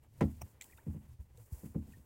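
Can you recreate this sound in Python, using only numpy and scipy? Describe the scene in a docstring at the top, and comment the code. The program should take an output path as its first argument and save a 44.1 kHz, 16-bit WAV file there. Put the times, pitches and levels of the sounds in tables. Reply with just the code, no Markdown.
"""Ripples drum faintly on a drifting canoe, heard from on board, under a rustling hiss and the lake's wash.
One hard knock and several soft bumps excite the hull's normal modes; bending waves are dispersive,
so the low notes arrive last. The rim is lightly scuffed, and air pockets gulp under the hull.
A few drips and a small splash fall alongside, ringing by the resonance of trapped bubbles."""
import sys
import numpy as np
from scipy import signal
from scipy.fft import rfft, irfft
from scipy.io import wavfile
from scipy.ndimage import uniform_filter1d

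SR = 44100
rng = np.random.default_rng(int(sys.argv[2]) if len(sys.argv) > 2 else 0)


def store_wav(level_fs):
    """Save 16-bit WAV to argv[1]."""
    pcm = np.round(np.clip(np.atleast_2d(level_fs), -1, 1) * 32767)
    wavfile.write(sys.argv[1], SR, pcm.T.astype(np.int16))


N = 90404
T = np.arange(N) / SR

# ripples drumming on the hull: time_s, level_db
RIPPLE_LEVELS = [(0, -58), (.08, -61.5), (.14, -56.5), (.4, -51.5), (.54, -60), (.6, -67), (.71, -67),
                 (.77, -58.5), (.84, -69), (1.13, -56), (1.28, -63), (1.35, -59), (1.47, -68), (1.6, -59.5),
                 (1.72, -59), (1.93, -53.5), (2.05, -62.5)]
# rustling hiss: time_s, level_db
HISS_LEVELS = [(0, -105), (.035, -75), (.08, -96), (.15, -81), (.19, -73), (.32, -71), (.39, -78),
               (.5, -71.5), (.595, -86), (.635, -63.5), (.72, -71), (.79, -73.5), (.84, -78), (.92, -73.5),
               (1.12, -83), (1.18, -109), (1.21, -76), (1.28, -92), (1.35, -88.5), (1.38, -72),
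               (1.512, -72.5), (1.526, -61), (1.62, -65.5), (1.68, -68), (1.74, -76), (1.85, -77.5),
               (1.92, -74), (2.05, -78)]
# blows on the hull: start_s, level_db, brightness_hz, contact_s
BLOWS = [(0.208, -21.5, 4470, 0.00023), (0.416, -52.5, 360, 0.0021), (0.859, -28, 173, .012),
         (0.938, -36.5, 196, 0.0073), (1.019, -51, 163, 0.011), (1.112, -67, 130, 0.0088),
         (1.184, -56, 194, 0.0035), (1.623, -38, 396, 0.015), (1.743, -29, 378, 0.0081),
         (1.869, -49.5, 364, 0.0053), (1.962, -56, 297, 0.0039)]
# normal modes of the hull: pitch_hz, gain_db, t60_s
HULL_MODES = [(52.2, -8.5, 0.2), (77.4, -1, 0.28), (93.4, 6, 0.12), (122.3, -7, 0.18), (144.8, -5, 0.22),
              (162.8, 9.5, 0.097), (208.6, 2, 0.19), (240.2, -7, 0.26), (273.6, -3, .19),
              (323.2, -4.5, 0.16), (372.7, 0.5, 0.069), (421, -17, 0.17), (453, 2.5, 0.069),
              (523.6, -5, 0.091), (552, -6, 0.087), (661, -20, 0.12), (717.5, -24.5, 0.15),
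              (802, -11, 0.075), (1007.5, 1.5, 0.032), (1057, -7.5, 0.034), (1337, -26.5, 0.12)]
# crowded upper modes: frequency_hz, density_db, t60_s
UPPER_MODES = [(390, 2, .12), (830, -5, 0.17), (1550, -4.5, 0.055), (2230, -3.5, 0.095), (3240, -18, 0.088),
               (5260, -24.5, 0.15), (7100, -18, 0.091), (14900, -25, .04)]
# friction on the rim: start_s, level_db, rise_s
SCUFFS = [(0.4107, -47.5, 0.0059)]
# air pockets under the hull: start_s, level_db, first_hz, last_hz, rise_s
GULPS = [(0.424, -41.5, 101, 89, 0.0097), (1.188, -39.5, 88, 62.64, 0.014), (1.388, -51, 132, 105.5, 0.02),
         (1.520, -33, 145.8, 48.15, 0.011)]
# bubbles trapped by drops: start_s, level_db, pitch_hz, t60_s, glide_octaves_per_s
DRIPS = [(0.6097, -37.5, 2195, 0.019, 34), (0.613, -43.5, 3260, 0.015, 41), (0.618, -48, 1980, 0.038, 9.5),
         (0.698, -60.5, 1766, 0.059, 15), (0.724, -52.5, 2380, 0.025, 2), (0.7325, -52, 1940, 0.026, 5),
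         (0.7751, -49, 2590, 0.0096, -13), (0.776, -60.5, 3520, 0.025, 8), (0.781, -56.5, 1325, 0.075, 31),
         (0.783, -59.5, 870, 0.084, 4.5), (1.379, -54.5, 486, 0.073, -1.5),
         (1.923, -54.5, 2650, 0.017, -19), (1.935, -55.5, 1825, 0.065, 0)]
# splash impacts: start_s, level_db
TICKS = [(0.6119, -29.5), (0.6205, -35), (0.6242, -38), (0.632, -44), (0.6425, -41.5), (0.7116, -50.5),
         (1.374, -47), (1.894, -77)]
# relative noise spectra: frequency_hz, density_db
RIPPLE_SPECTRUM = [(25, 2), (45, -10), (70, 7.5), (95, -1.5), (118, 2.5), (150, -9.5), (200, -18),
                   (300, -23), (600, -40.5)]
HISS_SPECTRUM = [(1000, -40.5), (2500, -20.5), (4500, -1.5), (6000, 1.5), (7300, 7.5), (10000, 6),
                 (15000, 7.5)]
WASH_SPECTRUM = [(150, 0), (300, 3), (480, 1.5), (700, -3), (950, -2), (1300, -10.5), (1900, -9.5),
                 (3000, -14.5), (8000, -47)]
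SCUFF_SPECTRUM = [(400, 3), (650, 8), (900, 4), (1600, -15), (2600, -5), (4200, -50), (5700, -2),
                  (7200, -23), (8800, -7), (11000, -24), (15000, -6.5)]
TICK_SPECTRUM = [(1500, -11), (2500, -4), (3800, -1.5), (5200, -15), (6500, 1), (7500, 1), (9000, -10.5),
                 (15000, -6.5)]


def from_db(db):
    """Amplitude grows tenfold every 20 dB."""
    return 10 ** (np.asarray(db) / 20)


def unit_rms(x):
    """Normalisation to unit mean power."""
    return x / np.sqrt(np.mean(x ** 2) + 1e-20)


def at_hz(points, hz, column=1):
    """Interpolation of a table column on a log-frequency axis."""
    table = np.array(points)
    return np.interp(np.log(hz), np.log(table[:, 0]), table[:, column])


def noise(spectrum):
    """Spectral shaping of white noise, at unit rms."""
    hz = np.maximum(np.arange(N // 2 + 1) * SR / N, 1)
    white = rfft(rng.standard_normal(N))
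    return unit_rms(irfft(white * from_db(at_hz(spectrum, hz)), N))


def drift(rate_hz):
    """Averaging noise twice leaves a smooth random wander, at unit rms."""
    size = max(int(SR / rate_hz), 1)
    smoothed = uniform_filter1d(rng.standard_normal(N), size, mode="wrap")
    return unit_rms(uniform_filter1d(smoothed, size, mode="wrap"))


def since(start_s):
    """Time elapsed after an onset, zero before it."""
    return np.maximum(T - start_s, 0)


def damped(age, rise_s, t60_s):
    """A rounded onset, then exponential damping of 60 dB in t60_s."""
    return (1 - np.exp(-age / rise_s)) * np.exp(-np.minimum(np.log(1000) * age / t60_s, 40))


def hump(age, rise_s):
    """A smooth pulse that peaks at rise_s."""
    return (age / rise_s * np.exp(1 - age / rise_s)) ** 2


def contact_gain(hz, brightness_hz, slope):
    """A soft contact acts as a low-pass filter on the force of a blow."""
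    return 1 / np.sqrt(1 + (hz / brightness_hz) ** (2 * slope))


def ripples(flicker_db=2):
    """The fluctuating pressure of ripples forces a low rumble from the hull."""
    level_db = np.interp(T, *np.transpose(RIPPLE_LEVELS))
    return noise(RIPPLE_SPECTRUM) * from_db(level_db + flicker_db * drift(38))


def hiss_and_wash(hiss_gain_db=3, wash_db=-73, hiss_flicker_db=1.65, wash_flicker_db=2.5):
    """Amplitude-modulated noise: a hiss comes and goes, and the lake's wash partly follows it."""
    level_db = np.interp(T, *np.transpose(HISS_LEVELS))
    swing_db = 0.34 * (level_db - level_db.mean())
    hiss = noise(HISS_SPECTRUM) * from_db(level_db + hiss_gain_db + hiss_flicker_db * drift(100))
    wash = noise(WASH_SPECTRUM) * from_db(wash_db + swing_db + wash_flicker_db * drift(50))
    return hiss + wash


def hull_ring(travel_s=0.00524, swell_s=0.02):
    """Each blow excites the same normal modes; dispersion makes low ones arrive and build later."""
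    out = np.zeros(N)
    for start_s, level_db, brightness_hz, contact_s in BLOWS:
        for (hz, gain_db, t60_s), phase in zip(HULL_MODES, rng.random(len(HULL_MODES))):
            slowness = np.sqrt(100 / hz)   # relative to a 100 Hz bending wave
            start = int((start_s + travel_s * slowness) * SR)
            age = T[:min(N - start, int(2 * t60_s * SR))]
            envelope = damped(age, swell_s * slowness, t60_s) * (1 - np.exp(-age / contact_s))
            gain = from_db(level_db + gain_db) * contact_gain(hz, brightness_hz, slope=1.77)
            out[start:start + len(age)] += gain * envelope * np.sin(2 * np.pi * (hz * age + phase))
    return out


def hull_crack(gain_db=-1.5):
    """Modal overlap merges the upper modes into a noise burst, each band with its own decay."""
    out = np.zeros(N)
    edges_hz = np.geomspace(350, 16000, 13)
    for low, high in zip(edges_hz, edges_hz[1:]):
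        hz = np.sqrt(low * high)
        bandpass = signal.butter(2, [low, high], "band", fs=SR, output="sos")
        band = from_db(at_hz(UPPER_MODES, hz)) * signal.sosfilt(bandpass, rng.standard_normal(N))
        t60_s = at_hz(UPPER_MODES, hz, column=2)
        for start_s, level_db, brightness_hz, contact_s in BLOWS:
            gain = from_db(level_db + gain_db) * contact_gain(hz, brightness_hz, slope=1.1)
            out += gain * band * damped(since(start_s), contact_s, t60_s)
    return out


def rim_scuff(grain_db=4.0):
    """Sliding friction on the rim radiates a brief, grainy noise."""
    friction = noise(SCUFF_SPECTRUM) * from_db(grain_db * drift(620))
    return friction * sum(from_db(db) * hump(since(start_s), rise_s) for start_s, db, rise_s in SCUFFS)


def gulps(glide_s=0.011):
    """An air pocket under the hull acts as a spring, throbbing for a few cycles as its pitch falls."""
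    out = np.zeros(N)
    for start_s, level_db, first_hz, last_hz, rise_s in GULPS:
        age = since(start_s)
        cycles = last_hz * age + (first_hz - last_hz) * glide_s * (1 - np.exp(-age / glide_s))
        out -= from_db(level_db) * hump(age, rise_s) * np.sin(2 * np.pi * cycles)
    return out


def drips(rise_s=0.0012, wobble_share=0.037):
    """Each drop traps a bubble, a damped resonator whose pitch wobbles and glides."""
    out = np.zeros(N)
    wobble = 1 + wobble_share * drift(1000)
    for start_s, level_db, pitch_hz, t60_s, glide in DRIPS:
        age = since(start_s)
        hz = pitch_hz * wobble * 2 ** (glide * np.minimum(age, t60_s))
        cycles = np.cumsum(hz * (age > 0)) / SR
        out += from_db(level_db) * damped(age, rise_s, t60_s) * np.sin(2 * np.pi * cycles)
    return out


def splash(rise_s=0.00054, slap_db=-4, ping_db=-1.5, ping_hz=7550, spread_share=0.058):
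    """Each impact gives a broadband slap and the ping of a tiny bubble, whose size sets its pitch."""
    out = np.zeros(N)
    slap_noise = from_db(slap_db) * noise(TICK_SPECTRUM)
    for start_s, level_db in TICKS:
        age = since(start_s)
        hz = ping_hz * (1 + spread_share * rng.uniform(-1.2, 1))
        slap = slap_noise * damped(age, rise_s, t60_s=0.0068)
        ping = from_db(ping_db) * damped(age, rise_s, t60_s=0.0059) * np.sin(2 * np.pi * hz * age)
        out += from_db(level_db) * (slap + ping)
    return out


def scene():
    """The sources add by superposition at one point in the boat."""
    return (ripples() + hiss_and_wash() + hull_ring() + hull_crack()
            + rim_scuff() + gulps() + drips() + splash())[None]


def record(dry, low_cut_hz=30, high_cut_hz=16000):
    """Band limiting rolls off the deepest bass and cuts the top steeply."""
    highpass = signal.butter(2, low_cut_hz, "high", fs=SR, output="sos")
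    lowpass = signal.ellip(10, .1, 70, high_cut_hz, fs=SR, output="sos")
    return signal.sosfilt(lowpass, signal.sosfilt(highpass, dry))


dry = scene()
out = record(dry)
store_wav(out)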